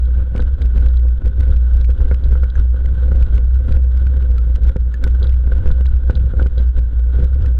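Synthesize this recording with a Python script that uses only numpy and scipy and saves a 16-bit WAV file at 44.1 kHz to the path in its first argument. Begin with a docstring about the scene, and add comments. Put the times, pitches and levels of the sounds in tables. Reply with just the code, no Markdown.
"""On a grassy track, a mountain bike rolls fast, heard from a camera on its handlebar.
The tyre knobs drum a deep wavering hum, made of sine waves, over a noise rumble of wind and uneven ground.
Crunching grit, thudding tufts and rustling grass are noise that grows louder on rough patches.
Bumps ring the camera housing, cables tick and loose parts clink; the hardest shakes crackle in short noise."""
import sys
import numpy as np
from scipy import signal
from scipy.fft import rfft, irfft
from scipy.io import wavfile

SR = 44100
rng = np.random.default_rng(int(sys.argv[2]) if len(sys.argv) > 2 else 0)


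def inscribe(sig):
    """Save sig as 16-bit PCM at rate SR to the path in sys.argv[1].

    A 1-D sig is mono; a 2-D sig holds one channel per row.
    Samples are clipped to [-1, 1] before scaling.
    """
    pcm = np.round(np.clip(np.atleast_2d(sig).T, -1, 1) * 32767)
    wavfile.write(sys.argv[1], SR, pcm.astype(np.int16))


N = 334719  # length in samples
TIME = np.arange(N) / SR  # seconds


def gain_of(db):
    """Turns decibels into amplitude."""
    return 10 ** (np.asarray(db) / 20)


def evened(x):
    """Scales a sound to an average strength (rms) of 1."""
    return x / np.sqrt(np.mean(x ** 2) + 1e-20)


def add(mix, s, sound):
    """Mixes a sound in, starting at s seconds."""
    part = mix[max(round(s * SR), 0):][:len(sound)]
    part += sound[:len(part)]


def lowpass(x, hz):
    """Gently removes the treble above hz."""
    return signal.sosfilt(signal.butter(2, hz, fs=SR, output="sos"), x)


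def drift(hz):
    """Random wandering of rms 1, with its faster movements fading out around hz."""
    f = np.fft.rfftfreq(N, 1 / SR)
    slowed = rfft(rng.standard_normal(N)) * np.exp(-(f / hz) ** 2)
    return evened(irfft(slowed, N))


def swells(rows):
    """Adds up smooth arches over time, each given as (middle s, length s, height)."""
    out = np.zeros(N)
    for s, length, height in rows:
        arch = np.hanning(max(round(length * SR), 3))
        add(out, s - length / 2, height * arch)
    return out


def colour(x, spectrum, resonances=(), size=8192):
    """Filters a sound to a smooth spectrum lifted by resonances; the filter has unit energy."""
    f = np.fft.rfftfreq(size, 1 / SR)
    hz, db = np.transpose(spectrum)
    shape_db = np.interp(np.log(f + 1), np.log(hz), db)
    for centre, width, lift in resonances:
        shape_db = shape_db + lift / (1 + (2 * (f - centre) / width) ** 2)
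    # the cepstrum turns the spectrum into a ring that starts at once and dies away
    cepstrum = irfft(np.log(gain_of(shape_db)))[:size // 2]
    ring = irfft(np.exp(rfft(2 * cepstrum, size)))[:size // 2]
    return signal.oaconvolve(x, ring / np.linalg.norm(ring))[:len(x)]


def burst(rise_s, fall_s, size=4096):
    """A puff of noise that swells and dies; its loudness curve peaks at 1."""
    t = np.arange(size) / SR
    shape = (1 - np.exp(-t / rise_s)) ** 2 * np.exp(-t / fall_s)
    return shape / shape.max() * rng.standard_normal(size)


def impacts(per_s, spread_db):
    """Random contacts of rms 1: many small, a few large."""
    sizes = gain_of(spread_db * np.minimum(rng.exponential(1, N), 3))
    signs = rng.choice([-1, 1], N)
    hits = rng.random(N) < per_s / SR
    return evened(sizes * signs * hits)


# The tyres cross rough patches: [middle t/s, length t/s, roughness level/dB above smooth grass]
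ROUGH_PATCHES = [(0.19, 0.2, 6.5), (0.40, 0.24, 9.5), (0.62, .18, 8), (0.79, 0.26, 10.5), (1.26, .14, 7.5),
                 (1.40, 0.11, 7.5), (1.52, 0.19, 10), (1.76, 0.21, 7), (2.05, 0.32, 9.5), (2.31, 0.37, 7.5),
                 (2.58, 0.099, 12), (2.83, .22, 6.5), (3.11, 0.59, 9.5), (3.36, 0.14, 7), (3.71, 0.37, 10),
                 (4.10, 0.49, 6), (4.42, 0.75, 4), (4.68, 0.15, 9.5), (5.05, 0.13, 9.5), (5.25, .2, 7),
                 (5.62, 0.52, 10.5), (6.17, 0.41, 7.5), (6.39, 0.23, 10.5), (6.6, .1, 10), (6.77, .1, 10),
                 (7.19, 0.23, 10), (7.43, 0.27, 8.5)]


def roughness(uneven_db=1.0, shake_db=1.5):
    """Roughness in dB above smooth grass; patches raise it, hard shakes grind the tyre in."""
    shake_lift_db = swells((s, SHAKE_S, shake_db) for s, _ in HARD_SHAKES)
    return swells(ROUGH_PATCHES) + shake_lift_db + uneven_db * drift(10)


# Tone of wind and uneven ground: [f/Hz, relative level/dB]
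RUMBLE_TONE = [(8, -6), (16, 0), (25, 0.5), (40, -1), (60, -8.5), (80, -7.5), (100, -13.5), (140, -34),
               (220, -45), (500, -90)]


def rumble(lift_db, smooth_db=-24, follow=0.96, gust_db=3.0):
    """Wind and the uneven track shake the camera: deep noise, stronger on rough ground."""
    # follow is the dB gained per dB of roughness
    level_db = smooth_db + follow * lift_db + gust_db * drift(26)
    return gain_of(level_db) * evened(colour(rng.standard_normal(N), RUMBLE_TONE))


# Resonances and hollows of the camera housing and handlebar: [f/Hz, width f/Hz, lift level/dB]
HOUSING_MODES = [(394.6, 63, 10), (492.7, 53, 10), (526.2, 83, 11), (1130, 32, -3), (1473, 130, 8),
                 (1556, 82, 6.5), (1790, 230, -1), (3320, 72, 3.5), (3760, 270, 2), (4700, 180, 3.5),
                 (9270, 220, 12)]
# Tone of grass on the tread: [f/Hz, relative level/dB]
SWISH_TONE = [(300, -10.5), (900, -1.5), (1450, 4.5), (1900, -5.5), (2400, -14.5), (3100, -6.5),
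              (3900, -10.5), (4700, -21.5), (7000, -25.5), (10000, -32.5), (15000, -47)]


def swish(rough_db, level_db=-52, follow=0.6, waver_db=3.5):
    """Grass brushes the tread: a smooth rustle that sings in the upper resonances."""
    swell_db = level_db + follow * (rough_db - rough_db.mean()) + waver_db * drift(46)
    return colour(rng.standard_normal(N) * gain_of(swell_db), SWISH_TONE, HOUSING_MODES)


# Tone of a clod under the tyre: [f/Hz, relative level/dB]
THUD_TONE = [(30, -16), (70, -5.5), (110, 6), (170, -2), (260, -19), (500, -34.5), (1500, -71)]


def tufts(rough_db, level_db=8, thuds_per_s=35, spread_db=3):
    """Tufts and clods thud dully through the tyres, harder where the ground is rough."""
    return colour(impacts(thuds_per_s, spread_db) * gain_of(rough_db + level_db), THUD_TONE)


# Tone of crushed soil and grit: [f/Hz, relative level/dB]
GROUND_TONE = [(40, -12), (100, 5), (160, 0), (240, 3.5), (340, -6), (450, -15), (620, -15.5), (900, -19),
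               (1350, -27), (1900, -27.5), (3700, -38.5), (4800, -45), (9000, -63), (15000, -74.5)]


def ground(rough_db, level_db=4.0, grains_per_s=900, spread_db=5.5, hiss_share=0.4, flutter_db=2):
    """Soil and grit crushed under the tyres; the grains travel up the frame into the housing."""
    grains = impacts(grains_per_s, spread_db) + hiss_share * rng.standard_normal(N)
    fluttering = evened(grains * gain_of(flutter_db * drift(68)))
    return colour(fluttering * gain_of(rough_db + level_db), GROUND_TONE, HOUSING_MODES)


# Tone of a blow to the wheels: [f/Hz, relative level/dB]
BLOW_TONE = [(30, -15.5), (90, 13), (200, 5), (300, -4), (520, -10.5), (800, -7), (1400, -0.5),
             (2000, -14.5), (3000, -27), (6000, -41.5), (15000, -60.5)]
# The wheels hit bumps: [t/s, relative level/dB, hardness as treble level/dB]
WHEEL_BUMPS = [(0.2, -31, 1), (0.349, -13, -6), (0.392, -24, 6.5), (0.858, -25, -9), (1.05, -23.5, -18),
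               (1.265, -18.5, -11.5), (1.78, -30, -3), (1.89, -16, -9), (2.002, -21, -2),
               (2.111, -11.5, -0.5), (2.322, -15, -8.5), (2.352, -22.5, 1.5), (2.431, -20, 0),
               (2.741, -22, -7.5), (3.116, -12.5, -7), (3.209, -20.5, -17), (4.58, -23.5, -15),
               (4.758, -9, -9.5), (5.064, -16, -7.5), (5.219, -20.5, -3.5), (5.472, -20, -3),
               (5.517, -18, -1), (5.656, -14, -5.5), (5.703, -27, 6.5), (5.806, -18.5, -5.5),
               (6.095, -9.5, -4), (6.334, -15.5, -9.5), (6.394, -15, 0), (6.415, -13.5, -28),
               (6.458, -16, -6.5), (6.575, -22, -9.5), (7.138, -34, 5.5), (7.444, -29.5, 1.5)]


def bumps(level_db=-2, push_db=24, push_s=0.00036, scatter_db=-9, scatter_s=0.0062, soft_hz=700):
    """Each bump is one rounded push and a light scatter of grit; hard ones keep their treble."""
    force, t = np.zeros(N), np.arange(4096) / SR
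    push = np.exp(-((t - .003) / push_s) ** 2)
    push = gain_of(push_db) * push / push.sum()
    thin = signal.butter(2, soft_hz, "highpass", fs=SR, output="sos")
    for s, db, hard_db in WHEEL_BUMPS:
        grit = signal.sosfilt(thin, burst(0.00081, scatter_s))  # too light to shake the low resonances
        blow = push + gain_of(scatter_db) * grit
        dull = lowpass(blow, soft_hz)
        treble = gain_of(hard_db) * (blow - dull)
        add(force, s, gain_of(db + level_db) * (dull + treble))
    return colour(force, BLOW_TONE, HOUSING_MODES)


# Ways a cable rings: [f/Hz, level/dB, time to fall 60 dB t/s]
CABLE_MODES = [(3330, -3.5, 0.016), (3780, -7, 0.025), (4000, -3.5, 0.016), (4720, -13.5, 0.018),
               (6200, -22.5, 0.012), (9150, -31.5, 0.0087)]
# Cables tap each other: [t/s, level/dB]
CABLE_TICKS = [(0.053, -42), (0.402, -35.5), (0.621, -35.5), (0.8852, -40), (0.9708, -37), (1.8108, -39),
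               (2.239, -36.5), (2.5008, -37), (3.7224, -37), (5.228, -28.5), (5.2405, -34), (5.2697, -34.5),
               (5.7128, -36), (5.8651, -34.5), (6.1532, -29.5), (6.5796, -32), (6.59, -39)]


def cables(bounce_db=-9, longest_bounce_s=0.0041, detune=0.015):
    """A cable taps its neighbour and bounces once, ringing a little differently each time."""
    out, t = np.zeros(N), np.arange(2048) / SR
    onset = 1 - np.exp(-t / 0.00023)
    for s, db in CABLE_TICKS:
        bounce_s = longest_bounce_s * rng.uniform(.5, 1)
        for delay, drop_db in [(0, 0), (bounce_s, bounce_db)]:
            ring = np.zeros(len(t))
            for k, (hz, mode_db, t60) in enumerate(CABLE_MODES):
                fade = gain_of(mode_db - 60 * t / t60)
                swing = np.sin(2 * np.pi * hz * rng.normal(1, detune) * t)
                # neighbouring modes swing in opposite senses, so the tick is a narrow chirrup
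                ring += (-1) ** k * fade * swing
            add(out, s + delay, gain_of(db + drop_db) * ring * onset)
    return out


# Tone of metal snapping on the bar: [f/Hz, relative level/dB]
SNAP_TONE = [(500, -33.5), (1700, 10), (4000, 7), (7500, -5.5), (9000, -14), (12000, -11), (15000, -10)]
# Loose parts clink: [t/s, level/dB, pitch f/Hz, time to fall 60 dB t/s, snap level/dB beside the ring]
PART_CLINKS = [(2.555, -29, 1620, 0.032, -38), (4.381, -37.5, 1326, 0.09, -3),
               (4.941, -30.5, 1730, 0.047, -10.5), (5.039, -26, 1505, 0.047, -3)]


def clinks(snap_s=0.0016, upper_ratio=3.78, upper_db=-18):
    """Loose metal parts snap against the bar and ring in two modes, the upper dying twice as fast."""
    out = np.zeros(N)
    for s, db, hz, t60, snap_db in PART_CLINKS:
        snap = colour(burst(0.00078, snap_s), SNAP_TONE)
        t = np.arange(len(snap)) / SR
        fade = gain_of(-60 * t / t60)
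        angle = 2 * np.pi * hz * t
        upper = gain_of(upper_db) * fade ** 2 * np.sin(upper_ratio * angle)
        ring = fade * np.sin(angle) + upper
        add(out, s, gain_of(db) * (ring + gain_of(snap_db) * snap))
    return out


# Tone of the crackle: [f/Hz, relative level/dB]
CRACKLE_TONE = [(300, -17), (1200, 5.5), (2400, 7), (4000, -2), (7000, -11.5), (10000, -18), (15000, -37.5)]
# The hardest shakes, which make the microphone crackle: [t/s, relative crackle level/dB]
HARD_SHAKES = [(0.181, -56), (0.36, -39), (0.377, -37), (0.4203, -39.5), (0.6161, -38), (0.776, -42),
               (0.8594, -42), (1.257, -42), (1.277, -45), (1.4064, -41), (1.43, -42), (1.8427, -42.5),
               (1.9017, -40.5), (2.142, -38.5), (2.3274, -48), (2.438, -41), (2.5954, -40.5), (2.857, -40),
               (3.2238, -38), (3.378, -41), (3.721, -37), (3.7652, -39), (4.0673, -43), (4.223, -44),
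               (4.5577, -37.5), (4.6917, -40.5), (4.764, -38.5), (5.0744, -40), (5.292, -43.5),
               (5.3398, -46.5), (5.6735, -40.5), (5.8558, -39), (6.107, -40.5), (6.425, -41), (6.4667, -40),
               (6.789, -42.5), (6.9939, -49), (7.2411, -40.5), (7.4587, -38.5)]
SHAKE_S = 0.034  # length of the swell around each shake, seconds


def crackles(level_db=-1, length_s=0.0058):
    """A few milliseconds of dry fizz around the top of each hard shake."""
    out = np.zeros(N)
    window = signal.windows.tukey(round(length_s * SR), .7)
    for s, db in HARD_SHAKES:
        add(out, s, gain_of(db + level_db) * window * rng.standard_normal(len(window)))
    return colour(out, CRACKLE_TONE)


# How fast the tread blocks meet the ground: [t/s, f/Hz]
TREAD_RATE = [(0.0, 61.2), (0.43, 60.7), (0.58, 64.5), (0.81, 57.97), (1.0, 61.84), (1.18, 60.2),
              (1.37, 64.27), (1.55, 60.9), (1.98, 59.85), (2.13, 64.1), (2.52, 60.5), (3.15, 63.43),
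              (3.33, 59.26), (3.7, 65.9), (3.87, 62), (4.1, 63.28), (4.42, 59.4), (4.8, 61.34),
              (5.05, 59.28), (5.23, 62.7), (5.42, 60.13), (5.58, 63), (5.9, 61.16), (6.3, 62.8),
              (6.95, 58.4), (7.38, 66.38), (7.5, 61.2)]
# The tyre goes light and its hum drops; a negative depth is a rise: [middle t/s, length t/s, depth level/dB]
TYRE_SKIPS = [(0.35, 0.45, 7), (0.58, 0.091, 30), (1.215, .11, 21), (1.335, 0.099, 6.5), (1.975, 0.081, 17),
              (2.065, 0.07, 8), (2.22, 0.11, 9.5), (2.53, 0.17, 7.5), (2.78, 0.11, 4.5), (2.955, 0.066, 16),
              (3.125, 0.036, -0.5), (3.28, 0.085, 11.5), (3.70, 0.31, 4), (4.59, 0.061, 15),
              (4.74, 0.11, 18.5), (4.98, 0.29, 7), (5.625, 0.095, 20), (5.715, 0.12, 7.5),
              (6.02, 0.082, 9.5), (6.135, .07, 16), (6.33, 0.097, 20), (6.52, 0.11, 11.5),
              (6.745, 0.093, 15), (6.9, 0.19, 6), (7.29, 0.052, 3.5), (7.42, 0.09, 14)]


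def knobs(even_db=-12, waver_db=1.12, wobble_hz=0.4, shake_db=3.5, crest_s=0.003,
          second_db=-36, third_db=-42):
    """Tread blocks meet the ground in turn; the frame passes little but their lowest tone."""
    hz = np.interp(TIME, *np.transpose(TREAD_RATE)) + wobble_hz * drift(8.64)
    shake_swell_db = swells((s, SHAKE_S, shake_db) for s, _ in HARD_SHAKES)
    db = even_db - swells(TYRE_SKIPS) + shake_swell_db + waver_db * drift(25)
    angle = 2 * np.pi * np.cumsum(hz) / SR
    # shift the angle so that a swing peaks, up or down, crest_s after each crackle starts
    crests = np.transpose(HARD_SHAKES)[0] + crest_s
    ahead = np.unwrap(np.interp(crests, TIME, angle) % np.pi, period=np.pi)
    angle = angle - np.interp(TIME, crests, ahead)
    second = gain_of(second_db) * np.sin(2 * angle)
    third = gain_of(third_db) * np.sin(3 * angle)
    return gain_of(db) * evened(np.cos(angle) + second + third)


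def scene(smooth_db=-48):
    """All that reaches the handlebar; roughness drives rumble, thuds, crunch and rustle."""
    lift_db = roughness()
    rough_db = smooth_db + lift_db  # each layer sets its own level from this
    rolling = rumble(lift_db) + swish(rough_db) + tufts(rough_db) + ground(rough_db) + knobs()
    return (rolling + bumps() + cables() + clinks() + crackles())[None]


# Tone of a tick of the microphone: [f/Hz, relative level/dB]
MIC_TICK_TONE = [(500, -11), (2000, 4), (5000, -4), (8000, -13), (11000, -20.5), (15000, -28.5)]


def record(dry, knee=0.67, headroom=0.13, fizz_from=0.41, fizz_range=0.093, fizz_db=-51,
           sparks_per_s=4000, spread_db=3, waver_db=2.5, edge_hz=15800):
    """The microphone rounds off the largest swings, fizzes on wide ones and cuts the top treble."""
    x = dry[0]
    over = np.maximum(abs(x) - knee, 0)
    x = x + np.sign(x) * (headroom * np.tanh(over / headroom) - over)
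    strain = np.clip((abs(x) - fizz_from) / fizz_range, 0, 1)  # 0 on small swings, 1 on wide ones
    sparks = impacts(sparks_per_s, spread_db) * strain * gain_of(waver_db * drift(50))
    x = x + gain_of(fizz_db) * colour(sparks, MIC_TICK_TONE)
    treble_cut = signal.firwin(511, edge_hz, window=("kaiser", 9), fs=SR)
    return signal.oaconvolve(x, treble_cut, "same")[None]


dry = scene()
out = record(dry)
inscribe(out)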